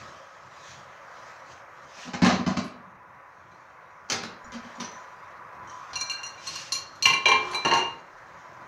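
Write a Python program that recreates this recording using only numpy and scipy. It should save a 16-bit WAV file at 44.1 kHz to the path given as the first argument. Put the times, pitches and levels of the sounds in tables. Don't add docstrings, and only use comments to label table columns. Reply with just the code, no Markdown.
import sys
import numpy as np
from scipy import signal
from scipy.fft import rfft, irfft, next_fast_len
from scipy.io import wavfile
from scipy.ndimage import uniform_filter1d, map_coordinates

SR = 44100
rng = np.random.default_rng(int(sys.argv[2]) if len(sys.argv) > 2 else 0)


def attenuation_scalar(level_db):
    decades = np.asarray(level_db, float) / 20
    return 10 ** decades


def generate_wav(sig):
    pcm = np.round(np.clip(np.atleast_2d(sig).T, -1, 1) * 32767).astype(np.int16)
    wavfile.write(sys.argv[1], SR, pcm)


N = 382347


# (frequency [Hz], level [dB], t60 [s])
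CASING = [(100, -12.5, 0.12), (189, 2.5, 0.095), (243, 4, 0.085), (281, -8, 0.06), (360, -11, 0.08)]
# (frequency [Hz], density [dB per Hz])
PALM = [(180, -39), (320, -7.5), (492, -5.5), (806, -2), (940, -11), (1030, -3.5), (2770, -16.5),
        (3100, -16.5), (3350, -22.5), (4200, -14.5), (4900, -20.5), (6680, -23), (12000, -81),
        (15600, -100), (22000, -120)]
# (frequency [Hz], level [dB], t60 [s])
ROLLER = [(3104, 3.5, 0.031), (3520, -22, 0.036), (3900, -7.5, 0.026), (4096, 4, 0.019), (4300, -11, 0.038),
          (5430, -5.5, 0.041), (5700, 8.5, 0.024), (5850, -8, 0.073), (6200, 7.5, 0.027), (6780, 5, 0.02),
          (8010, -14, 0.051), (9400, -28, 0.058)]
# (frequency [Hz], level [dB], t60 [s])
TOP = [(7600, -23.5, 0.1), (7990, -18.5, 0.067), (8360, -27, 0.052), (8660, -31, .06), (9170, -21, 0.058),
       (9840, -23, 0.11), (10680, -25, 0.089), (11370, -27.5, 0.11), (11720, -38, .04), (12600, -39, .03),
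       (13300, -38, .05), (14000, -39.5, 0.06), (15300, -37, .04)]
# (frequency [Hz], level [dB], t60 [s])
PLATE = [(2780, 2, 0.15), (2807, 2, 0.075), (2840, -3, 0.08), (3040, -3, 0.11), (3187, -8.5, 0.16)]
# (frequency [Hz], level [dB], t60 [s])
TAPPED = [(1092, 1.5, 0.086), (1070, -2, 0.11), (1594, -1.3, 0.35)]
# (level [dB], t60 [s])
HIGH_SET = [(-4, .1), (2.5, 0.096), (-4, 0.065), (-8.5, 0.091), (-13, .1), (-6, 0.041), (3, 0.065),
            (-7, .12), (-1, 0.057), (-14, 0.19), (-16, 0.11)]


def unit(x):
    return x / np.sqrt(np.mean(x ** 2) + 1e-20)


def along(points, hz):
    f, v = np.transpose(points)
    return np.interp(np.log(hz + 1), np.log(f + 1), v)


def curves(rows):
    s, *cols = np.transpose(rows)
    return [np.interp(np.arange(N) / SR, s, c) for c in cols]


def wobble(rate):
    knots = rng.standard_normal(int(N * rate / SR) + 4)
    return map_coordinates(knots, [np.arange(N) * rate / SR])


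def coloured(x, spectrum, tilt_db=0):
    hz = np.fft.rfftfreq(len(x), 1 / SR)
    gain_db = along(spectrum, hz) + tilt_db * np.log2(hz / 1000 + 0.032)
    return unit(irfft(rfft(x) * attenuation_scalar(gain_db), len(x)))


def rush(spectrum, patchy_db):
    z = signal.stft(rng.standard_normal(next_fast_len(N + 4096)), nperseg=512)[2]
    field = uniform_filter1d(rng.standard_normal(z.shape), size=6, axis=0)
    field = uniform_filter1d(field, size=12, axis=1)
    patchy = signal.istft(z * attenuation_scalar(patchy_db * unit(field)), nperseg=512)[1]
    return coloured(patchy, spectrum)[:N]


def drone(peaks):
    size = next_fast_len(N)
    hz = np.fft.rfftfreq(size, 1 / SR)
    gain = sum(attenuation_scalar(db) / (1 + ((hz - centre_hz) / width_hz * 2) ** 2)
               for centre_hz, width_hz, db in peaks)
    return unit(irfft(rfft(rng.standard_normal(size)) * gain, size))[:N]


def ring(modes, t, scatter_db):
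    hz, db, t60 = np.transpose(modes)[:, :, None]
    luck = rng.standard_normal((2, len(modes), 1))
    decay = np.exp(-np.log(1000) / t60 * t)
    tone = np.sin(2 * np.pi * hz * (1 + 0.001 * luck[1]) * t)
    return np.sum(attenuation_scalar(db + scatter_db * luck[0]) * decay * tone, axis=0)


def onset(t, rise_s):
    return 1 - np.exp(-t / rise_s)


def kitchen(direct, sent):
    # (frequency [Hz], t60 [s])
    room_t60 = [(150, 0.72), (1000, 0.47), (4000, 0.39), (9000, 0.23), (15000, 0.15)]
    hz, t, z = signal.stft(rng.standard_normal(SR // 2), SR, nperseg=256)
    fade_db = -60 * t / along(room_t60, hz)[:, None]
    tail = signal.istft(z * attenuation_scalar(fade_db), SR, nperseg=256)[1]
    tail *= onset(np.arange(len(tail)) / SR, 0.00054)
    wet = signal.fftconvolve(sent, tail / np.linalg.norm(tail))
    return np.pad(direct, (0, len(wet) - len(direct))) + wet


def add(track, s, sound):
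    track[round(s * SR):][:len(sound)] += sound


def ambience():
    # (time [s], level [dB])
    below = [(0, -52), (.25, -64.5), (.75, -61), (1.1, -66), (1.9, -67), (3.2, -66.5), (4.0, -64.5),
             (5.0, -67.5), (5.4, -61.5), (6.1, -62.5), (6.9, -56), (8.1, -62), (8.67, -59)]
    # (time [s], level [dB], lean from wide to narrow drone [dB])
    distant = [(0, -45.5, -6.5), (.3, -48.5, -3.5), (1.2, -45, -2), (1.9, -47, -2), (2.9, -49, 4),
               (3.4, -49.5, 2), (4.0, -48, 2), (4.7, -43.5, 0.5), (5.2, -45, 2.5), (5.8, -43.5, 7.5),
               (6.3, -44.5, 2), (6.95, -48, -3), (7.5, -39.5, 7.5), (8.05, -48, 0.5), (8.67, -45, 2)]
    # (frequency [Hz], density [dB per Hz])
    rumble_spectrum = [(12, -48), (20, -28), (43, -14.5), (81, 0), (124, 2), (198, -3.5), (220, -7),
                       (361, -4), (450, -15.5), (580, -40), (990, -120)]
    wash_spectrum = [(150, -19.5), (250, -31), (467, -11), (672, -6), (1020, -3), (1070, -9), (1440, -4.5),
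                     (2000, -8.5), (2650, -20.5), (3490, -41), (3880, -32), (5300, -73), (6870, -59),
                     (8030, -46), (15800, -45.5)]
    # (frequency [Hz], width [Hz], level [dB])
    wide_peaks = [(549, 86, 5), (650, 89, -4.5), (1136, 190, 4.5), (1280, 26, 9.5), (1650, 290, -3.5)]
    narrow_peaks = [(999.6, 16.5, 6.5), (1117, 290, -2.5), (1435, 27, -6.5)]
    (rumble_db,), (level_db, lean_db) = curves(below), curves(distant)
    rumble = unit(rush(rumble_spectrum, patchy_db=1.5) * attenuation_scalar(2 * wobble(8)))
    wash = unit(rush(wash_spectrum, patchy_db=1.2) * attenuation_scalar(0.5 * wobble(7)))
    wide = attenuation_scalar(-8 - lean_db) * drone(wide_peaks)
    narrow = attenuation_scalar(-7.5 + lean_db) * drone(narrow_peaks)
    return attenuation_scalar(rumble_db + 2) * rumble + attenuation_scalar(level_db) * (attenuation_scalar(-4) * wash + wide + narrow)


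def rubbing():
    # (peak time [s], swell [s], fade [s], peak level [dB])
    strokes = [(0.02, 0.18, 0.44, -54), (.71, 0.18, 0.14, -47), (.9, 3, 1.1, -64.5),
               (1.27, 0.3, 0.3, -57.5), (1.52, 0.097, 0.13, -57), (2.039, 0.24, 0.14, -45.5),
               (3.55, 0.46, 1.3, -73.5), (4.78, 0.63, 1.13, -59), (5.75, 0.17, 2.2, -59),
               (6.68, 0.53, 0.31, -53), (7.52, 0.52, 0.47, -48), (8.4, 0.49, 1, -65)]
    # (frequency [Hz], density [dB per Hz])
    enamel = [(1060, -25), (1800, 2), (2010, -3.5), (2560, -1), (2720, -5.5), (3150, -3.5), (4350, -7),
              (6350, -5.5), (9880, -34.5), (15500, -39)]
    stroke_range_db, rest_db = 22, -75.5
    t = np.arange(N) / SR
    effort = attenuation_scalar(rest_db)
    for s, swell, fade, db in strokes:
        effort = effort + attenuation_scalar(db - stroke_range_db * np.maximum((s - t) / swell, (t - s) / fade))
    loose_parts = drone([(hz, 40, db / 3) for hz, db, _ in ROLLER[:-2]])
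    singing = attenuation_scalar(-10 + 2.5 * wobble(7)) * loose_parts
    grain = attenuation_scalar(0.8 * wobble(60) + 0.8 * wobble(12))
    return effort * grain * (rush(enamel, patchy_db=2) + singing)


def dragging():
    # (frequency [Hz], density [dB per Hz])
    scrape = [(880, -20), (1500, -8), (1970, -11), (2360, -3), (2730, -2), (3420, -6), (3740, -5),
              (5940, -1), (8790, -22), (15700, -43)]
    start_s, attack_s, hold_s, release_s = 6.34, 0.15, 0.11, 0.18
    corners = start_s + np.cumsum([0, attack_s, hold_s, release_s])
    swell = np.interp(np.arange(N) / SR, corners, [0, 1, 1, 0]) ** 2
    return swell * attenuation_scalar(-40.5 + 0.79 * wobble(40)) * rush(scrape, patchy_db=1.0)


def blows(events, spectrum, loose, firm_tilt_db, tilt_per_db, contact, body, panel_db=-60):
    # (frequency [Hz], level [dB], t60 [s])
    panel = [(791, -2, .05), (1050, 0, .05), (1290, -3, .045), (1770, -5, .04), (2360, -7, .035),
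             (2680, -11, .025), (2860, -13, .02), (3060, -13, .02), (4100, -15, .012), (4350, -15, .012)]
    firm_db = -10
    boom_lag = round(0.0039 * SR)
    track, t = np.zeros(N + 2 * SR), np.arange(10000) / SR
    for s, clatter_db, boom_db, jingle_db in events:
        bright_db = firm_tilt_db + tilt_per_db * (clatter_db - firm_db)
        grains = rng.standard_normal(len(t)) * attenuation_scalar(5.5 * rng.standard_normal(125).repeat(80))
        rattle = coloured(grains, spectrum, bright_db) * np.exp(-t / contact) * onset(t, 0.0017)
        boom_rise_s = 0.0082 * attenuation_scalar(-0.23 * (boom_db - firm_db))
        boom = attenuation_scalar(boom_db + 1.5) * ring(body, t, scatter_db=1.5) * onset(t, boom_rise_s)
        boom = np.pad(boom, (boom_lag, 0))[:len(t)]
        sharp = attenuation_scalar(clatter_db - 12.5) * rattle
        sharp += attenuation_scalar(jingle_db - 11) * ring(loose, t, scatter_db=1.8) * onset(t, 0.002)
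        sharp += attenuation_scalar(clatter_db + panel_db) * ring(panel, t, scatter_db=3) * onset(t, 0.003)
        add(track, s, kitchen(sharp + boom, attenuation_scalar(2.0) * sharp + attenuation_scalar(-13) * boom))
    return track[:N]


def worktop_nudges():
    nudges = [
        (.43, -75, -47, -90),
        (.67, -75, -52, -90),
        (.76, -75, -51, -90),
        (.85, -75, -52, -90),
        (1.48, -75, -50, -90),
    ]
    # (frequency [Hz], level [dB], t60 [s])
    worktop = [(92, -2, 0.25), (132.2, 3, 0.26), (195.4, -4, 0.26)]
    return blows(nudges, PALM, TOP, firm_tilt_db=0, tilt_per_db=2, contact=0.02, body=worktop)


def casing_thumps():
    thumps = [(1.966, -35, -46, -70), (2.048, -31, -36.5, -48), (2.072, -23.5, -28.5, -49),
              (2.134, -14, -22.5, -49), (2.218, -8.5, -9, -27), (2.245, -3, -17, -19),
              (2.262, -8, -13, -34.5), (2.285, -8, -26, -45), (2.319, -13, -16, -47),
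              (2.35, -16.5, -19, -47), (2.389, -29, -20, -58), (2.463, -11.5, -12.5, -35),
              (2.5, -20.5, -17.5, -48), (2.567, -14.5, -15.5, -38), (2.639, -33, -27.5, -30),
              (2.679, -35, -39, -70)]
    return blows(thumps, PALM, TOP, firm_tilt_db=1.5, tilt_per_db=0.0, contact=0.012, body=CASING,
                 panel_db=-24.5)


def roller_ring():
    knocks = [(3.698, -51.5, -73, -59), (4.006, -56, -60, -72), (4.088, -31, -70, -47),
              (4.099, -11.5, -31.5, -18), (4.118, -12.5, -33, -40), (4.148, -31, -36.5, -52),
              (4.23, -20.5, -37, -41), (4.519, -25, -39, -38.5), (4.545, -28, -31.5, -42),
              (4.644, -32, -39, -53), (4.778, -47, -35.5, -70), (4.799, -19.5, -32.5, -34),
              (5.673, -57, -70, -43), (5.696, -58, -69, -39.5)]
    ticks = [
        (4.806, -55, -57, -28),
        (4.825, -55, -60, -32),
        (4.845, -55, -58, -28),
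        (4.868, -58, -63, -39),
        (4.914, -37, -73, -34),
        (4.96, -58, -70, -42),
    ]
    brushes = [
        (4.443, -36, -43.5, -41),
        (4.752, -42, -43, -43),
    ]
    # (frequency [Hz], level [dB], t60 [s])
    floor = [(107, -17, 0.083), (192, -2.5, 0.14), (234, 5, 0.13), (432, -14, 0.048), (542, -1.5, 0.064)]
    wheel = [(4100, -10, .03), (5870, 3, 0.039), (6060, 7.5, 0.031), (6900, -16, 0.027), (8100, -20, 0.041)]
    arm = [(4000, -10, .03), (5530, 0, 0.036), (5780, 0, .04), (6920, 1, 0.043), (7540, -15, 0.027)]
    # (frequency [Hz], density [dB per Hz])
    plastic = [(100, -1.5), (300, -0.5), (1000, 6), (3000, 2), (4500, 6), (6500, 0.5), (8000, -14),
               (11000, -20), (15500, -26)]
    rattling = blows(knocks, [(60, -32)] + plastic, ROLLER, firm_tilt_db=-0.26, tilt_per_db=0.16,
                     contact=0.013, body=floor)
    ticking = blows(ticks, plastic, wheel, firm_tilt_db=0.2, tilt_per_db=-1.7, contact=0.006, body=floor)
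    brushing = blows(brushes, plastic, arm, firm_tilt_db=-7, tilt_per_db=0.1, contact=0.012, body=floor)
    return rattling + ticking + brushing


def rim_cracks():
    cracks = [
        (2.246, -14, -80, -80),
        (4.007, -42, -80, -80),
        (5.932, -20.5, -80, -80),
        (6.72, -16, -82, -80),
        (7.055, -9, -80, -80),
        (7.255, -11, -80, -80),
        (7.736, -16, -83, -82),
        (8.139, -36, -80, -80),
    ]
    # (frequency [Hz], density [dB per Hz])
    rim = [(800, -26.5), (2000, -10.5), (3000, -0.5), (5000, 5), (7000, -11), (9000, -24), (15500, -44)]
    return blows(cracks, rim, TOP[:1], firm_tilt_db=0.5, tilt_per_db=0.5, contact=0.004, body=CASING)


def plate_thuds():
    thuds = [
        (7.258, -17, -52, -75),
        (7.53, -18.5, -47, -74),
        (7.651, -8.5, -29, -70),
        (7.714, -15.5, -29, -70),
    ]
    return blows(thuds, PALM, TOP, firm_tilt_db=-4.5, tilt_per_db=-0.46, contact=0.0087, body=CASING)


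def clinks(events, low_modes, plate_modes, low_over_db, edge_db, grip_db, contact, rim_db=0.0,
           high=HIGH_SET, rise=0.00082):
    # (frequency [Hz], level [dB], t60 [s])
    dish_modes = [(2357, 2, 0.55), (2372, -4.5, .3)]
    rim_modes = [(4021, 0, 0.4), (5992, -17, 0.25), (6670, -16, .15)]
    high_hz = [4100, 4202, 4345, 4520, 5500, 5700, 5815, 5985, 6215, 6660, 6955]
    # (frequency [Hz], density [dB per Hz])
    glass_clatter = [(100, 1), (200, -5.5), (400, 0.5), (1000, -9), (1700, 3), (2900, -5), (3500, -12.5),
                     (4200, 4.5), (5000, -25), (6000, -7.5), (8000, -34), (11000, -47), (15500, -71.5)]
    spark_spectrum = [(3000, -34), (6000, -4), (9000, -4), (15500, -8)]
    high_modes = np.column_stack([high_hz, high])
    track, t = np.zeros(N + 2 * SR), np.arange(14000) / SR
    attack = onset(t, rise)
    for s, clatter_db, dish_db, plate_db, high_db in events:
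        clatter = coloured(rng.standard_normal(len(t)), [(55, -43.5)] + glass_clatter)
        clatter *= attenuation_scalar(clatter_db - 17.5) * np.exp(-t / contact) * attack
        spark = coloured(rng.standard_normal(len(t)), spark_spectrum) * np.exp(-t / 0.016) * attack
        clatter += attenuation_scalar(high_db + edge_db - 38) * spark
        dish = ring(dish_modes, t, scatter_db=0.5) + attenuation_scalar(rim_db) * ring(rim_modes, t, scatter_db=1.5)
        dish *= attenuation_scalar(dish_db - 0.78 * grip_db * t) * attack
        low = attenuation_scalar(clatter_db + low_over_db) * ring(low_modes, t, scatter_db=1.0)
        low *= onset(t, 0.0072)
        held = attenuation_scalar(plate_db - 7.5) * ring(plate_modes, t, scatter_db=1.5)
        held += attenuation_scalar(high_db - 5.5) * ring(high_modes, t, scatter_db=1.8)
        held += attenuation_scalar(high_db + edge_db - 4.0) * ring(TOP, t, scatter_db=4)
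        held = (held * attack + low) * attenuation_scalar(-grip_db * t)
        sent = attenuation_scalar(1.0) * clatter + attenuation_scalar(-2.5) * held + attenuation_scalar(-13) * dish
        add(track, s, kitchen(clatter + held + dish, sent))
    return track[:N]


def plate_aside():
    aside = [
        (3.515, -62, -67, -75, -65),
        (3.545, -64, -73, -75, -65),
    ]
    return clinks(aside, TAPPED[:2], PLATE[:2], low_over_db=-20, edge_db=1, grip_db=40, contact=0.004)


def plate_taps():
    firm_taps = [
        (5.932, -26, -49, -58, -39),
        (5.956, -31, -45, -25.5, -25),
        (5.964, -29, -50, -28, -38),
        (6.005, -27, -48, -48, -29),
        (6.011, -18.5, -38, -45, -24),
        (6.097, -23, -43, -22.5, -26.5),
        (6.116, -17, -44.5, -59, -33),
        (6.232, -30, -56, -25.5, -32.5),
        (6.264, -26, -64, -56, -36.5),
        (6.377, -40, -51.5, -70, -60),
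    ]
    shifted_taps = [
        (6.47, -20.5, -53, -30, -27),
        (6.555, -21.5, -56, -29.5, -28),
        (6.721, -18.5, -55, -23, -18),
        (6.749, -23.5, -42.5, -33, -25.5),
        (6.953, -51, -71, -53.5, -49),
    ]
    # (level [dB], t60 [s])
    high_firm = [(-10, .08), (4, .13), (-7, .09), (-18, .06), (-14, .05), (-12, .04), (2, .11), (-4, .035),
                 (-4, .05), (-14, .18), (-11, .07)]
    high_shifted = [(-9, .14), (4, .09), (4, .08), (-20, .08), (-16, .08), (-3, .05), (1, .06), (-8, .08),
                    (-3, .08), (-11, .1), (-7, .08)]
    firm = clinks(firm_taps, TAPPED, PLATE[:1], low_over_db=-17.0, edge_db=-3.0, grip_db=74,
                  contact=0.0028, high=high_firm, rise=0.0009)
    shifted = clinks(shifted_taps, TAPPED[:2], PLATE[:1], low_over_db=-12.5, edge_db=2.5, grip_db=110,
                     contact=0.0045, high=high_shifted, rise=0.0017)
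    return firm + shifted


def plate_set_down():
    clanks = [(7.024, -29, -41, -24.5, -18.5), (7.055, -7.5, -19, -10, -18.5),
              (7.099, -13.5, -38, -18, -25.5), (7.134, -16.5, -26.5, -25, -30),
              (7.256, -9, -17.5, -19.5, -27.5), (7.284, -6.5, -39, -31, -24),
              (7.315, -6, -29.5, -21.5, -33), (7.511, -20, -57, -52, -44), (7.533, -15.5, -61, -48, -52),
              (7.546, -22, -30.5, -44, -38), (7.649, -6.5, -39, -17.5, -29), (7.678, -12.5, -35, -40, -32),
              (7.712, -4, -58, -15, -45), (7.735, -9, -45, -17.5, -25.5), (7.752, -14, -45, -34, -37),
              (7.769, -15, -60, -39, -30.5), (7.783, -16.5, -54, -34, -37), (7.799, -21, -42, -24.5, -55)]
    # (frequency [Hz], level [dB], t60 [s])
    low_first = [(371, -8.5, 0.04), (452, -22.5, 0.14), (725, -12.5, 0.071), (804, -5.5, 0.07),
                 (926, -5.5, 0.14), (1017, 1.5, 0.065), (1077, 4, 0.12), (2070, -3, 0.1)]
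    low_second = [(366, -14.5, 0.28), (433, -14, 0.3), (734, -4, 0.039), (818, -5.5, 0.12),
                  (919, -1.5, 0.11), (1042, 8, 0.054), (1059.4, -2, 0.11), (1580, -21, 0.088),
                  (2130, -10, 0.11)]
    low_last = [(367, -5, 0.066), (460, -9, 0.098), (695, -3, 0.058), (815, -1.5, 0.096), (920, -4.5, 0.36),
                (980, 5.5, 0.054), (1080, -5.5, 0.31), (1150, -5, 0.095), (1400, -8.5, 0.12),
                (1666, -8, 0.1), (1765, -11, 0.086), (2120, -12, 0.08)]
    # (frequency [Hz], level [dB], t60 [s])
    rocked = [(2767, 5, 0.16), (2830, 8, 0.11), (2870, -2, .06), (3140, 2.5, 0.12), (3220, 4.5, 0.071)]
    settled = [(2784, -4, .26), (2815, 0, 0.3), (2896, -14, .06), (2977, -14, .1), (3100, -14, 0.08)]
    landing = clinks(clanks[:4], low_first, PLATE, low_over_db=-9, edge_db=1.5, grip_db=38,
                     contact=0.011, rim_db=-10.5)
    rocking = clinks(clanks[4:7], low_second, rocked, low_over_db=-10.0, edge_db=2, grip_db=22,
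                     contact=0.0087, rim_db=-7)
    edge = clinks(clanks[7:10], low_second, rocked, low_over_db=-13.0, edge_db=13.0, grip_db=13,
                  contact=0.0069, rim_db=3.0)
    settling = clinks(clanks[10:], low_last, settled, low_over_db=-13, edge_db=0.5, grip_db=17,
                      contact=0.0082, rim_db=-2)
    return landing + rocking + edge + settling


def scene():
    handling = rubbing() + dragging() + worktop_nudges()
    oven = casing_thumps() + roller_ring()
    glass = rim_cracks() + plate_thuds() + plate_aside() + plate_taps() + plate_set_down()
    return (ambience() + handling + oven + glass)[None]


def roll_off(x):
    return signal.sosfilt(signal.butter(12, 15990, fs=SR, output="sos"), x)


def record(dry):
    low_cut = signal.butter(1, 45, "high", fs=SR, output="sos")
    size = next_fast_len(N)
    below_top = np.fft.rfftfreq(size, 1 / SR) < 15700
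    kept = irfft(rfft(signal.sosfilt(low_cut, dry), size) * below_top, size)[:, :N]
    return roll_off(kept)


dry = scene()
out = record(dry)
generate_wav(out)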